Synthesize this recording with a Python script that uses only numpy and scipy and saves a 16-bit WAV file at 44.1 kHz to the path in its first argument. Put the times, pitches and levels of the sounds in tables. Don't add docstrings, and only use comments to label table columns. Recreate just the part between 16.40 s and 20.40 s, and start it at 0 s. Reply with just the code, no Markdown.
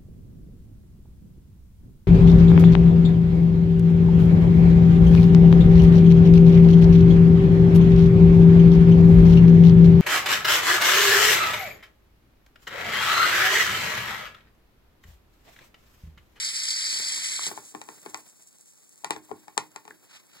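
import sys
import numpy as np
from scipy import signal
from scipy.fft import rfft, irfft, next_fast_len
from scipy.io import wavfile
from scipy.ndimage import uniform_filter1d, map_coordinates

SR = 44100
rng = np.random.default_rng(int(sys.argv[2]) if len(sys.argv) > 2 else 0)


def dump(signal):
    limited = np.clip(np.atleast_2d(signal).T, -1, 1)
    pcm = np.round(limited * 32767).astype(np.int16)
    wavfile.write(sys.argv[1], SR, pcm)


N = 176400


def amp(db):
    return 10 ** (np.asarray(db) / 20)


def unit(x):
    return x / np.sqrt(np.mean(x ** 2) + 1e-20)


def along(points, hz):
    freqs, values = np.transpose(points)
    return np.interp(np.log(hz + 1), np.log(freqs + 1), values)


def curve(points):
    return np.interp(np.arange(N) / SR, *np.transpose(points))


def wobble(knots_per_s):
    return map_coordinates(rng.standard_normal(N // 8), [np.arange(N) * knots_per_s / SR], mode="wrap")


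def impulses(per_s):
    chance, size = rng.random((2, N))
    return (chance < per_s / SR) * np.sqrt(-np.log(1 - size))


def fade(t, t60_s):
    return amp(-60 * t / t60_s)


def filtered(x, response):
    n = x.shape[-1]
    padded = next_fast_len(n + SR // 10)
    return irfft(rfft(x, padded) * response(np.fft.rfftfreq(padded, 1 / SR)), padded)[..., :n]


def add(track, start_s, sound):
    part = track[:, round(start_s * SR):][:, :sound.shape[-1]]
    part += sound[..., :part.shape[1]]


# freq_hz, correlation
DIRECT_LIKENESS = [(300, -0.96), (700, -0.55), (1400, 1), (2500, 0.17), (8000, 0.8), (14000, 0.27)]

def noise(spectrum, likeness=DIRECT_LIKENESS, size=N):
    def response(hz):
        angle = np.arccos(np.clip(along(likeness, hz), -1, 1)) / 2
        return amp(along(spectrum, hz)) * [np.cos(angle), np.sin(angle)]
    mid, side = filtered(rng.standard_normal((2, size)), response)
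    return unit(np.array([mid + side, mid - side]))


# freq_hz, gain_db
FLOOR_SPECTRUM = [(25, 5), (130, -5.5), (300, -6.5), (1200, -32.5), (15500, -22.5)]
FLOOR_DB = -61

def room_floor():
    return amp(FLOOR_DB) * noise(FLOOR_SPECTRUM)


# freq_hz, t60_s
ROOM_DECAY = [(100, 0.35), (800, 0.18), (14000, 0.15)]
# freq_hz, gain_db
ROOM_SPECTRUM = [(100, 11.5), (620, -9), (900, -4), (1500, -2.5), (8000, -7.5)]
# freq_hz, correlation
DIFFUSE_LIKENESS = [(60, -0.69), (350, 0.55), (5000, 1)]
ROOM_DB, ROOM_RISE_S = -4.5, 0.00079

def room(sound):
    hz, t, bins = signal.stft(noise(ROOM_SPECTRUM, DIFFUSE_LIKENESS, len(sound)), SR, nperseg=256)
    tail = signal.istft(bins * fade(t, along(ROOM_DECAY, hz)[:, None]), SR)[1]
    tail *= 1 - np.exp(-(np.arange(tail.shape[1]) / SR / ROOM_RISE_S) ** 2)
    tail /= np.linalg.norm(tail[0])
    return amp(ROOM_DB) * signal.fftconvolve(sound[None], tail, axes=1)[:, :len(sound)]


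# time_s, level_db
STIR_LEVEL = [(.5, -56), (.63, -47), (.95, -54.5), (1.09, -44), (1.28, -61), (1.78, -53.5), (1.92, -64.5),
              (2.55, -66.5), (2.75, -61), (3.62, -60.5)]
# freq_hz, gain_db
STIR_SPECTRUM = [(40, -9), (100, -1), (620, -5), (900, -5.5), (6000, -13)]

def stirred_water():
    burble = unit(amp(2.9 * wobble(60)) * noise(STIR_SPECTRUM, DIFFUSE_LIKENESS))
    return amp(curve(STIR_LEVEL)) * burble


# peak_s, half_width_s, level_db
STROKES = [(3.751, 0.052, -50), (3.978, 0.066, -53)]
# freq_hz, gain_db
RUBBER_SPECTRUM = [(800, -4.5), (1500, 1), (4200, 0.5), (8000, -5), (15000, -25)]

def tyre_swishes():
    t = np.arange(N) / SR
    envelope = sum(amp(db) * np.exp(-((t - peak_s) / half_s) ** 2) for peak_s, half_s, db in STROKES)
    return envelope * amp(2.15 * wobble(120)) * noise(RUBBER_SPECTRUM)


# start_s, level_db
DROPLETS = [(1.279, -57), (1.655, -41), (1.7107, -51), (1.774, -34), (2.073, -42), (2.2108, -42),
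            (2.493, -40), (3.317, -47), (3.6506, -48.5)]
# freq_hz, gain_db
TICK_SPECTRUM = [(500, -14), (4000, -10.5), (7500, 15.5), (10000, 5.5), (15500, -5)]
TICK_T60_S = .009

def droplet_ticks():
    out, t = np.zeros((2, N)), np.arange(SR // 5) / SR
    for start_s, db in DROPLETS:
        tick = noise(TICK_SPECTRUM, size=len(t)) * fade(t, TICK_T60_S)
        add(out, start_s, amp(db) * (tick + room(tick[0])))
    return out


# time_s, relative_db
FOAM_LEVEL = [(1.15, -54.5), (1.8, -59), (1.95, -62), (2.15, -61), (2.55, -62), (3.3, -70.5), (4, -70.5)]
# freq_hz, gain_db
FIZZ_SPECTRUM = [(1000, -32), (5500, -12.5), (6400, -8), (8400, -4), (10200, -15.5), (13000, -21),
                 (15500, -15.5)]
FOAM_GAIN_DB, FOAM_GRAIN_DB = 5, 1.5
CRACKLE_PER_S, CRACKLE_DB = 35, -10.5

def foam():
    fizz = unit(amp(FOAM_GRAIN_DB * wobble(600) + 2.6 * wobble(50)) * noise(FIZZ_SPECTRUM))
    bursts = impulses(CRACKLE_PER_S)[None]
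    tick = noise(TICK_SPECTRUM, size=SR // 1000)
    crackle = unit(signal.fftconvolve(bursts, tick, axes=1)[:, :N])
    return amp(curve(FOAM_LEVEL) + FOAM_GAIN_DB) * (fizz + amp(CRACKLE_DB) * crackle)


# start_s, pitch_hz, relative_db
SMALL_BUBBLES = [(0.993, 1130, -26), (3.509, 1700, -32.5)]
PLINK_T60_S, PLINK_RISE_S = 0.0092, 0.0004

def plinks():
    out, t = np.zeros((2, N)), np.arange(SR // 5) / SR
    for start_s, hz, db in SMALL_BUBBLES:
        ring = np.sin(2 * np.pi * hz * t) * fade(t, PLINK_T60_S) * (1 - np.exp(-(t / PLINK_RISE_S) ** 2))
        add(out, start_s, amp(db) * (2 * ring + room(ring)))
    return out


# start_s, pitch_hz, level_db
AIR_POCKETS = [(.62, 636, -44), (1.353, 217, -42), (1.354, 307, -40), (1.667, 230, -41), (2.915, 415, -29)]
PLOP_T60_S, PLOP_RISE_S, PLOP_GLIDE_PER_S, PLOP_RIGHT_DB = .065, 0.0028, .6, -5

def plops():
    out, t = np.zeros((2, N)), np.arange(SR // 4) / SR
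    envelope = fade(t, PLOP_T60_S) * (1 - np.exp(-t / PLOP_RISE_S))
    for start_s, hz, db in AIR_POCKETS:
        ring = envelope * np.sin(2 * np.pi * hz * t * (1 + PLOP_GLIDE_PER_S * t / 2))
        add(out, start_s, amp(db) * ring * amp([[0], [PLOP_RIGHT_DB]]))
    return out


SPRAY_PER_S, SPRAY_HZ, SPRAY_T60_CYCLES = 500, 4650, 130

def spray():
    start, pitch, size = rng.random((3, int(SPRAY_PER_S * N / SR), 1))
    hz = SPRAY_HZ * 2 ** (.5 * (pitch - .5))
    k = np.arange(SR // 100)
    rings = -np.log(1 - size) * np.sin(2 * np.pi * hz * k / SR) * fade(k / SR, SPRAY_T60_CYCLES / hz)
    positions = (start * N).astype(int) + k
    return unit(np.bincount(positions.ravel(), rings.ravel(), N)[:N])


# time_s, gain_db
RESONANCE_GAIN = [(0, 2.5), (.38, 7.5), (.6, 4.5), (.9, -2.5)]
RESONANCE_HZ, RESONANCE_WIDTH_HZ, PATCH_DB = 4810, 570, 2

def gurgle(jet):
    hz, t, bins = signal.stft(jet, SR, nperseg=256)
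    patches = uniform_filter1d(rng.standard_normal(bins.shape[1:]), size=4, axis=0)
    patches = unit(uniform_filter1d(patches, size=3, axis=1))
    band = np.exp(-((hz[:, None] - RESONANCE_HZ) / RESONANCE_WIDTH_HZ) ** 2)
    swell_db = band * np.interp(t, *np.transpose(RESONANCE_GAIN))
    return signal.istft(bins * amp(PATCH_DB * patches + swell_db), SR)[1][:, :N]


# time_s, relative_db
JET_LEVEL = [(0, -30), (.09, -32), (.127, -37), (.15, -32), (.4, -31.5), (.6, -30.5), (.86, -31.5),
             (1.08, -33.5), (1.108, -50), (1.28, -60)]
# freq_hz, gain_db
HISS_SPECTRUM = [(1000, -35), (2600, -73), (3000, -3.5), (3700, -4), (4600, 0), (5650, -2.5), (6900, -4.5),
                 (7950, 1.5), (8900, -8), (10700, -13.5), (15500, -34)]
# freq_hz, gain_db
BODY_SPECTRUM = [(40, -34), (120, -9), (750, -28.5), (1300, -17), (1700, -9.5), (2050, -1), (2500, -4),
                 (3600, -38)]
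# knots_per_s, depth_db
CHOKING = [(45, 1.08), (260, 0.5)]
HISS_DB, BODY_DB, SPRAY_DB = 3, -9, -18.5
SPITS_PER_S, SPIT_DB, SPIT_T60_S = 70, -10.5, 0.032

def leak():
    sputter_db = sum(depth_db * wobble(rate) for rate, depth_db in CHOKING)
    spits = signal.fftconvolve(impulses(SPITS_PER_S), fade(np.arange(SR // 10) / SR, SPIT_T60_S))[:N]
    flow = amp(sputter_db) + amp(SPIT_DB) * unit(spits)
    hiss = unit(flow * gurgle(noise(HISS_SPECTRUM) + amp(SPRAY_DB) * spray()))
    body = unit(amp(.5 * sputter_db + wobble(180)) * noise(BODY_SPECTRUM))
    opening = curve([(1.1, 0.99), (1.3, 0)])
    return opening * amp(curve(JET_LEVEL)) * (amp(HISS_DB) * hiss + amp(BODY_DB) * body)


# pitch_hz, relative_db, t60_s
TUB_MODES = [(310.3, -29.5, 0.36), (423, -21, 0.098), (839, -23, 0.073), (918, -38, .12),
             (1071, -24.5, 0.14), (1410, -25.5, 0.11), (1777, -19.5, 0.03)]
TUB_RISE_S, TUB_RIGHT_DB = 0.00073, 2.5

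def tub_ring(t, drive):
    ring = sum(drive(hz) * amp(db + 2 * rng.normal()) * fade(t, t60_s)
               * np.sin(2 * np.pi * (hz * t + rng.random())) for hz, db, t60_s in TUB_MODES)
    return ring * (1 - np.exp(-t / TUB_RISE_S)) * amp([[0], [TUB_RIGHT_DB]])


# pitch_hz, relative_db, t60_s
CAVITY_MODES = [(422.5, -2.5, 0.025), (876, 5.5, .016), (1024, 8.5, 0.0088), (1810, 9, 0.0061),
                (2275, 4.5, 0.012), (3700, -7, 0.0075)]
CAVITY_RISE_S = 0.0012

def cavity_ring(t, drive, pitch_ratio):
    ring = -sum(drive(hz) * amp(db) * fade(t, t60_s) * np.sin(2 * np.pi * hz * pitch_ratio * t)
                for hz, db, t60_s in CAVITY_MODES)
    return ring * (1 - np.exp(-t / CAVITY_RISE_S))


# start_s, level_db, pitch_ratio, thump_db, crack_db
BIG_BUBBLES = [(1.066, -29.5, 0.98, 0.5, -15), (1.114, -26, 1, 1.5, -12),
               (1.1755, -24.5, 0.97, -1.5, -11.5), (1.349, -25, 1, 5, -8.5), (1.4153, -29, 1.03, -4, 1),
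               (1.488, -29, 1.03, 3.5, -2.5), (1.6612, -26.5, 0.95, 2, -7.5),
               (1.7447, -21, 1.035, -5, -0.5), (2.6453, -18.5, 1.02, -6.5, 1),
               (2.707, -13.5, 1.017, -2.5, 0.5), (2.763, -29, 0.92, 7, -2), (2.893, -39.5, .9, 4.5, -16),
               (2.914, -17, 0.935, -2, -22.5), (3.0813, -31.5, 0.98, -4, -8), (3.1778, -11, 1.047, -5.5, 2),
               (3.361, -26, 1.02, -6.5, -3.5), (3.4527, -41, 1.01, 6.5, -1),
               (3.4785, -32.5, 1.03, -4, -7.5), (3.506, -43.5, 0.9, 13.5, 2.5)]
# freq_hz, gain_db
CRACK_SPECTRUM = [(300, -11.5), (2600, 2), (3900, 0), (8500, 2.5), (11000, -12.5), (15500, -19)]
# freq_hz, gain_db
RIGHT_RESPONSE = [(400, -40), (850, -14), (1800, -20.5), (3000, 13.5)]
CRACK_GAIN_DB, CRACK_T60_S, RIGHT_LAG_S = -3.5, 0.0079, .0003
THUMP_BELOW_HZ, BRIGHT_HZ, CRACK_DB_PER_OCTAVE = 547, 3040, 12
DOME_LEAD_S, DOME_DB, DOME_BELOW_HZ = 0.00726, -15, 1150

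def pops():
    out, t = np.zeros((2, N)), np.arange(SR // 3) / SR
    to_right = lambda hz: amp(along(RIGHT_RESPONSE, hz)) * np.exp(-2j * np.pi * hz * RIGHT_LAG_S)
    impulse = signal.unit_impulse(len(t), SR // 2000)
    click = unit(filtered(impulse, lambda hz: amp(along(CRACK_SPECTRUM, hz))))
    for start_s, db, pitch_ratio, thump_db, crack_db in BIG_BUBBLES:
        cutoff_hz = BRIGHT_HZ * 2 ** (crack_db / CRACK_DB_PER_OCTAVE)
        thump = lambda hz: amp(thump_db / (1 + (hz / THUMP_BELOW_HZ) ** 6))
        drive = lambda hz: thump(hz) / np.sqrt(1 + (hz / cutoff_hz) ** 4)
        cavity = cavity_ring(t, drive, pitch_ratio)
        direct = np.array([cavity, filtered(cavity, to_right)])
        crack = amp(CRACK_GAIN_DB + crack_db) * noise(CRACK_SPECTRUM, size=len(t)) * fade(t, CRACK_T60_S)
        snap = click * crack.std()
        burst = direct + crack + .5 * snap + tub_ring(t, drive) + room(0.56 * cavity + snap)
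        add(out, start_s, amp(db) * burst)
        dome = filtered(room(cavity) + direct, lambda hz: 1 / (1 + (hz / DOME_BELOW_HZ) ** 4))
        add(out, start_s - DOME_LEAD_S, amp(db + DOME_DB) * dome)
    return out


def scene():
    return (leak() + pops() + plops() + plinks() + droplet_ticks()
            + foam() + stirred_water() + tyre_swishes() + room_floor())


WIDEN_S, WIDEN_SHARE = .000339, 0.85
LOW_CUT_HZ, TOP_HZ = 133, 15800

def record(dry):
    mid, side = (dry[0] + dry[1]) / 2, (dry[0] - dry[1]) / 2
    angle = lambda hz: np.maximum(np.pi * hz * WIDEN_S - np.pi / 2, 0)
    centre = filtered(mid, lambda hz: np.cos(angle(hz)))
    wide = filtered(side, lambda hz: np.where(hz * WIDEN_S < 1, 1, np.abs(np.sin(angle(hz)))))
    wide += WIDEN_SHARE * filtered(mid, lambda hz: 1j * np.sin(angle(hz)))
    low_cut = signal.butter(2, LOW_CUT_HZ, "high", fs=SR, output="sos")
    out = signal.sosfilt(low_cut, [centre + wide, centre - wide])
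    return filtered(out, lambda hz: hz < TOP_HZ)


dry = scene()
out = record(dry)
dump(out)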